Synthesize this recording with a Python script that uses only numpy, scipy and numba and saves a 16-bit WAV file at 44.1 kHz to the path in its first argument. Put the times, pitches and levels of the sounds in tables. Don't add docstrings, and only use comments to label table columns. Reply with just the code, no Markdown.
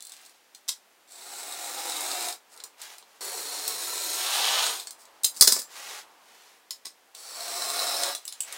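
import sys
import numpy as np
from scipy import signal
from scipy.fft import rfft, irfft
from scipy.io import wavfile
from numba import njit

SR = 44100
rng = np.random.default_rng(int(sys.argv[2]) if len(sys.argv) > 2 else 0)


def wav_out(sig):
    wavfile.write(sys.argv[1], SR, np.round(np.clip(np.atleast_2d(sig).T, -1, 1) * 32767).astype(np.int16))


N = 377937

# freq_hz, level_db
TICK_SPECTRUM = [(25, -79.5), (150, -41), (500, -29.5), (2000, -18.5), (2900, -12), (4100, 1), (5500, -3),
                 (6600, -1.5), (7800, 3.5), (8800, 1), (9900, 0.5), (11200, -9), (14500, -5.5),
                 (16000, -6.5)]
# freq_hz, level_db
KNIFE_SPECTRUM = [(25, -53), (130, -34), (230, -16.5), (540, -12), (760, -21), (980, -14), (1700, -13.5),
                  (3000, -17.5), (4300, -3.5), (7500, -3), (9900, -2), (11200, -13.5), (14000, -8),
                  (16000, -9)]


def cuts():
    # centre_hz, width_hz, lift_db
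    bench_1 = [(249, 49, 4.5), (353, 130, 4.5), (551, 14.6, 2.5), (716.5, 60.6, 14), (806.8, 71.4, 7.5),
               (953, 65, 6), (1369, 300, 4.5), (2280, 253, 2.5)]
    bench_2 = [(154, 43, 4.9), (400, 130, 8.5), (718, 43.5, 9), (974, 86, 8.9), (1330, 155, 3.6)]
    bench_3 = [(214, 46, 3), (420, 80, 4.5), (552, 41, 5), (697, 85, 15), (933, 81, 4.84), (1126, 137, 5.3),
               (1353, 244, 5.6)]
    # start_s, rise_s, hold_s, release_s, relative_db, tilt_db_per_oct
    bites = [(4.02, .4, .215, .24, -25.3, 0), (8.0, .05, .05, .06, -36.5, -7)]
    # freq_hz, level_db
    tear_spectrum = [(25, -70), (160, -42), (450, -11), (750, 0.5), (1450, -2), (2100, -7), (3300, 2.5),
                     (3900, 0.5), (4700, -3), (7000, -9), (11000, -24.5), (16000, -27.5)]
    sound = (stroke(bench_1, index=0, snaps_per_s=1500, spread_db=2, catch_db=-16)
             + stroke(bench_2, index=1, snaps_per_s=2000, spread_db=2, catch_db=-17.5)
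             + stroke(bench_3, index=2, snaps_per_s=2000, spread_db=2.5, catch_db=-17.5))
    torn = fibres(1800, spread_db=1, rub_db=-5, judder_db=.75)
    for *timing, db, tilt in bites:
        depth = undb(db) * movement(*timing, curve=1.4)
        tearing = unit(through(torn, body(tear_spectrum, (), tilt)))
        sound = sound / (1 + depth / undb(-13)) + depth * tearing
    return sound


def stroke(bench_rings, index, snaps_per_s, spread_db, catch_db):
    # rasp_relative_db, rasp_start_share, hiss_relative_db, hiss_start_share
    strokes = [(1.075, .96, .26, .095, .9, -38.5, .02, -31.9, .05),
               (3.2075, 1.13, .32, .28, 2.1, -42, .85, -27.4, .39),
               (7.145, .59, .35, .135, 1.38, -36.2, .07, -29, .11)]
    start_s, rise_s, hold_s, release_s, curve, rasp_db, rasp_share, hiss_db, hiss_share = strokes[index]
    rasp = undb(rasp_db) * movement(start_s, rise_s, hold_s, release_s, rasp_share, curve)
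    hiss = undb(hiss_db) * movement(start_s, rise_s, hold_s, release_s, hiss_share, curve)
    # freq_hz, level_db
    cut_spectrum = [(25, -62), (60, -43.5), (130, -28.5), (210, -23.5), (310, -8), (600, -3), (1200, -5),
                    (2000, -9.5), (3000, -16.5), (5000, -12.5), (7500, -12.7), (9500, -11), (11200, -17.8),
                    (15500, -17.2)]
    drag = fibres(snaps_per_s, spread_db, rub_db=-1.5, judder_db=.81)
    sound = unit(through(drag, body(cut_spectrum, bench_rings)))
    catches = fibres(70, spread_db=3.5, rub_db=-39.5, judder_db=.5)
    pings = unit(through(catches, body(TICK_SPECTRUM, [(3936, 560, 13.7), (8390, 990, 5.8)])))
    sound = blade_ringing(sound + undb(catch_db) * pings, start_s, rise_s + hold_s + release_s, index)
    crossover_hz = 2500
    bench = signal.sosfilt(signal.butter(4, crossover_hz, "low", fs=SR, output="sos"), sound)
    blade = signal.sosfilt(signal.butter(4, crossover_hz, "high", fs=SR, output="sos"), sound)
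    cutting = hiss > 0
    return rasp * bench / np.std(bench[cutting]) + hiss * blade / np.std(blade[cutting])


def fibres(snaps_per_s, spread_db, rub_db, judder_db):
    moments = np.flatnonzero(rng.random(N) < snaps_per_s / SR)
    force = undb(spread_db * np.minimum(rng.exponential(size=len(moments)), 3.5))
    snaps = np.zeros(N)
    snaps[moments] = force * rng.choice([-1, 1], len(moments))
    drag = unit(snaps) + undb(rub_db) * rng.standard_normal(N)
    return drag * undb(judder_db * walk(110))


def blade_ringing(x, start_s, length_s, index):
    # start_hz, end_hz, width_hz, change_db, cut_1_lift_db, cut_2_lift_db, cut_3_lift_db
    blade_modes = [(3700, 3840, 320, -1, 6, 3, 1), (4380, 3890, 350, -2, 5, 9.3, 10),
                   (5620, 5020, 380, -1, 3.5, 5.5, 8), (6820, 6720, 400, 1, 3, 7.5, -1),
                   (7800, 7560, 650, -10, 6.5, 2.5, 4.6), (8550, 8250, 380, 8, 1.5, 4, 1.7),
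                   (9520, 9480, 450, -4, 0, 5.5, 2.5), (12950, 12880, 560, 0, 3, 9.5, 2)]
    out = x.copy()
    span = np.arange(int(start_s * SR), min(int((start_s + length_s) * SR), N))
    progress = np.linspace(0, 1, len(span))
    for start_hz, end_hz, width_hz, change_db, *lifts_db in blade_modes:
        glide_hz = start_hz + (end_hz - start_hz) * progress
        hz = glide_hz * (1 + .01 * walk(5.4, len(span)))
        db = lifts_db[index] + change_db * (progress - .5) + 1.6 * walk(14, len(span))
        out[span] += (undb(db) - 1) * resonate(x[span], hz, float(width_hz))
    return out


def dropped_knife(ring_db=-26.5, thud_db=-48, thud_hz=45, thud_t60_s=.083):
    # start_s, level_db, tilt_db_per_oct
    bounces = [(5.4098, -4, 2), (5.419, -12.5, 0.5), (5.4232, -9.5, -0.5), (5.4735, -12.5, 1),
               (5.4765, -9.5, -1.5), (5.522, -13.5, -.5), (5.564, -28.5, -5), (5.59, -34.5, -5),
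               (5.618, -33.5, 0.5)]
    # pitch_hz, relative_db, t60_s
    sleeve_modes = [(725, -22.5, 0.29), (1750, -12, 0.34), (3758, -18.5, .25), (4393, -7.5, .2),
                    (4850, 4, 0.11), (4870, -24.5, .28), (5000, -3, .25), (5550, -7, .28), (6988, -6, .2),
                    (7385, -7.5, .2), (7368, -1, 0.43), (7727, -2, .25), (8140, -8, .22), (8890, -22.5, .2),
                    (9597, -16.5, .18), (9670, 0, 0.06), (12230, -18.5, .2), (13710, -5.5, .2),
                    (15300, -8, .2)]
    track = clicks(bounces, KNIFE_SPECTRUM, [(4920, 360, 11)], rise_s=.00075)
    t = np.arange(SR // 2) / SR
    hz, mode_db, t60_s = np.transpose(sleeve_modes)[:, :, None]
    for start_s, db, _ in bounces:
        strike = rng.choice([-1, 1], hz.shape) * undb(mode_db + 2 * rng.standard_normal(hz.shape))
        pitch_hz = hz * (1 + .0032 * rng.standard_normal(hz.shape))
        ring = np.sum(strike * fade(t, t60_s) * np.sin(2 * np.pi * pitch_hz * t), axis=0)
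        add(track, start_s, undb(db + ring_db) * ring)
    thud = np.sin(2 * np.pi * thud_hz * t) * fade(t, thud_t60_s)
    add(track, bounces[1][0], undb(thud_db) * thud)
    return track


def blade_slider():
    # start_s, level_db, tilt_db_per_oct
    notches = [(.679, -37.5, -1.5), (.6845, -26, -2), (.690, -22, -2.7), (5.234, -25, 6),
               (5.2432, -16.5, -2), (5.2468, -14.5, 4), (6.707, -28, -2), (6.850, -43.5, -7),
               (6.854, -33, -3.5), (6.866, -36.5, -5.5)]
    # freq_hz, level_db
    slider_spectrum = [(25, -73), (100, -46.5), (300, -31), (700, -28), (1500, -25.5), (3000, -18.5),
                       (4000, -8), (7500, -5.5), (9800, -5), (11000, -13.5), (13500, -9), (16000, -16)]
    # centre_hz, width_hz, lift_db
    slider_rings = [(1060, 200, 9), (1977, 140, 8.5), (2650, 160, 6), (3200, 250, 2.5), (3760, 420, 7.5),
                    (4150, 250, 4.5), (5060, 350, 8), (6100, 300, 2.5), (7460, 430, 5.5), (8450, 300, 2.5),
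                    (9200, 300, 1)]
    return clicks(notches, slider_spectrum, slider_rings, rise_s=.0028)


def ticks(gap_s=.04, scatter_db=1.8):
    # start_s, level_db, tilt_db_per_oct
    sharp_ticks = [(.023, -38.5, -2), (.069, -40.5, 0), (.1195, -39.5, -4), (.261, -47.5, -2),
                   (.548, -42, -2), (1.120, -45.5, 0), (1.897, -30, -3), (2.007, -28, 1.5),
                   (2.115, -28, -7.5), (2.285, -29.5, 1.5), (2.325, -35, -3.5), (2.575, -45.5, -2),
                   (2.602, -41, -9), (2.638, -34, -1.5), (2.816, -35.5, -1.5), (2.982, -42.5, 0),
                   (3.025, -50.5, -14), (3.250, -33, 2), (3.678, -20.5, 4), (4.665, -23, -8),
                   (4.798, -32.5, -6), (4.871, -33, -6), (4.907, -35.5, -1), (5.053, -50, -3),
                   (7.149, -40, -5), (7.480, -35, -5), (8.034, -21.5, -6), (8.1495, -27.5, -4.5),
                   (8.278, -30, -1.5), (8.324, -34.5, -3), (8.525, -32.5, 2)]
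    # start_s, end_s, start_db, end_db
    fidgets = [(0, .3, -41, -54), (2.55, 2.62, -50, -50)]
    faint_ticks = []
    for start_s, end_s, start_db, end_db in fidgets:
        for slot_s in np.arange(start_s, end_s, gap_s):
            db = np.interp(slot_s, [start_s, end_s], [start_db, end_db])
            db += scatter_db * rng.standard_normal()
            tick_s = slot_s + gap_s * rng.random() / 2
            tilt = 2 * rng.standard_normal() - 1
            faint_ticks.append((tick_s, db, tilt))
    return clicks(sharp_ticks + faint_ticks, TICK_SPECTRUM, (), rise_s=.00077)


def ruler():
    # start_s, level_db, tilt_db_per_oct
    shifts = [(8.2525, -34.5, 2), (8.4048, -22.5, 1), (8.434, -39.5, -3)]
    # centre_hz, width_hz, lift_db
    ruler_rings = [(2840, 850, 13), (4730, 2100, -4), (7700, 680, 10), (9730, 300, 7.5)]
    return clicks(shifts, TICK_SPECTRUM, ruler_rings, rise_s=.00038)


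def paper_slides():
    # start_s, rise_s, hold_s, release_s, relative_db, tilt_db_per_oct
    slides = [(0, .13, .11, .3, -53.5, -.3), (2.49, .06, .1, .1, -53.5, -7),
              (2.765, .06, .07, .19, -42.5, 0), (3.03, .08, .09, .03, -59, 0),
              (5.67, .125, .19, .08, -37.8, -.3), (6.18, .12, .2, .2, -54, -.4),
              (8.18, .02, .2, .1, -53.5, 0), (8.41, .11, .04, .06, -40, -.8)]
    # freq_hz, level_db
    paper_spectrum = [(35, -77), (60, -32), (192, -29.5), (394, -5), (572, -4.5), (738, 1), (1070, 0),
                      (1450, -0.5), (2050, 0.5), (6560, -1.5), (11500, -8.5), (15500, -12.5)]
    grain = fibres(3000, spread_db=4.5, rub_db=.5, judder_db=1.3)
    return sum(undb(db) * movement(*timing) * unit(through(grain, body(paper_spectrum, (), tilt)))
               for *timing, db, tilt in slides)


def handle_scuffs():
    # start_s, rise_s, hold_s, release_s, relative_db
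    scuffs = [(2.49, .04, .01, .03, -48), (4.97, .045, .01, .06, -53), (5.335, .025, .045, .01, -39.5),
              (5.43, .02, .15, .02, -28.5)]
    scrape = fibres(900, spread_db=3.5, rub_db=-2, judder_db=3)
    handle = unit(through(scrape, body(KNIFE_SPECTRUM, [(4950, 600, 3.6), (7800, 1200, 4)])))
    return handle * sum(undb(db) * movement(*timing) for *timing, db in scuffs)


def workshop(x, wet_db, t60_s, size=16384):
    t, hop = np.arange(size) / SR, N // 32
    out = x.copy()
    for centre in range(0, N + hop, hop):
        span = np.arange(max(centre - hop, 0), min(centre + hop, N))
        tail = rng.standard_normal(size) * fade(t, t60_s) * (t > .002)
        piece = x[span] * np.cos(np.pi / 2 * (span - centre) / hop)
        reflections = signal.fftconvolve(piece, tail) / np.linalg.norm(tail)
        add(out, span[0] / SR, undb(wet_db) * reflections)
    return out


def room_tone(hiss_db=-62.5):
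    # freq_hz, level_db
    hiss_spectrum = [(15, -78.5), (25, -52.5), (86, -22.5), (173, -25), (198, -9), (233, -12), (274, -7.5),
                     (741, -5), (804, -2), (871, -11.5), (1200, -8.5), (1710, -6), (15500, -17.5)]
    air_spectrum = [(20, -42.5), (55, -14.5), (110, -19), (300, -5), (900, 7.5), (2000, -3), (5000, -9.5),
                    (16000, -24)]
    # time_s, level_db
    air_swell = [(0, -69.5), (2.9, -62.5), (3.3, -63.5), (5.1, -57.5), (6.1, -57.5), (6.7, -67),
                 (8.57, -65)]
    hiss = unit(through(rng.standard_normal(N), body(hiss_spectrum)))
    air = unit(through(rng.standard_normal(N), body(air_spectrum)))
    air_db = np.interp(np.arange(N) / SR, *np.transpose(air_swell))
    return undb(hiss_db) * hiss + undb(air_db) * air


def clicks(events, spectrum, rings, rise_s, t60_s=.014, size=4096):
    track, t = np.zeros(N), np.arange(size) / SR
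    for start_s, db, tilt in events:
        chatter = rng.choice([-1, 1], size) * fade(t, t60_s) * (1 - np.exp(-t / rise_s))
        hit = through(chatter, body(spectrum, rings, tilt))
        rms = np.sqrt(np.sum(hit ** 2) / (.004 * SR))
        add(track, start_s, undb(db) * hit / rms)
    return track


def movement(start_s, rise_s, hold_s, release_s, start_share=0, curve=1):
    t = np.arange(N) / SR - start_s
    pace = start_share + (1 - start_share) * np.clip(t / rise_s, 0, 1) ** curve
    braking = np.clip(1 - (t - rise_s - hold_s) / release_s, 0, 1) ** 2
    return (t >= 0) * pace * braking


def body(spectrum, rings=(), tilt_db_per_oct=0, size=4096):
    hz = np.maximum(np.fft.rfftfreq(size, 1 / SR), 1)
    freq_hz, level_db = np.transpose(spectrum)
    db = np.interp(np.log(hz), np.log(freq_hz), level_db)
    db += tilt_db_per_oct * np.log2(np.maximum(hz, 1000) / 1000)
    for centre_hz, width_hz, lift_db in rings:
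        db += lift_db / (1 + (2 * (hz - centre_hz) / width_hz) ** 2)
    cepstrum = irfft(np.log(undb(db)))
    cepstrum[1:size // 2] *= 2
    cepstrum[size // 2 + 1:] = 0
    return irfft(np.exp(rfft(cepstrum)))


@njit
def resonate(x, centre_hz, width_hz):
    out, band_state, low_state = np.empty(len(x)), 0., 0.
    for i in range(len(x)):
        g, damping = np.tan(np.pi * centre_hz[i] / SR), width_hz / centre_hz[i]
        band = (band_state + g * (x[i] - low_state)) / (1 + g * (g + damping))
        band_state = 2 * band - band_state
        low_state += 2 * g * band
        out[i] = damping * band
    return out


def walk(rate_hz, size=N):
    steps = np.arange(size) / SR * rate_hz
    return np.interp(steps, np.arange(size // 20), rng.standard_normal(size // 20))


def through(x, response):
    return signal.oaconvolve(x, response)[:len(x)]


def fade(t, t60_s):
    return np.exp(-np.log(1000) * t / t60_s)


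def undb(db):
    return 10 ** (np.asarray(db) / 20)


def unit(x):
    return x / np.sqrt(np.mean(x ** 2))


def add(track, start_s, sound):
    start = max(int(start_s * SR), 0)
    part = sound[:N - start]
    track[start:start + len(part)] += part


def scene():
    friction = cuts() + undb(-1.5) * paper_slides() + handle_scuffs()
    friction = undb(-2.5) * workshop(friction, wet_db=-4, t60_s=.14)
    hits = blade_slider() + ticks() + ruler() + dropped_knife()
    hits = workshop(hits, wet_db=-2, t60_s=.1606)
    return (friction + hits + room_tone())[None]


def record(dry):
    return signal.sosfilt(signal.ellip(10, .2, 70, 15800, fs=SR, output="sos"), np.clip(dry, -1, 1))


dry = scene()
out = record(dry)
wav_out(out)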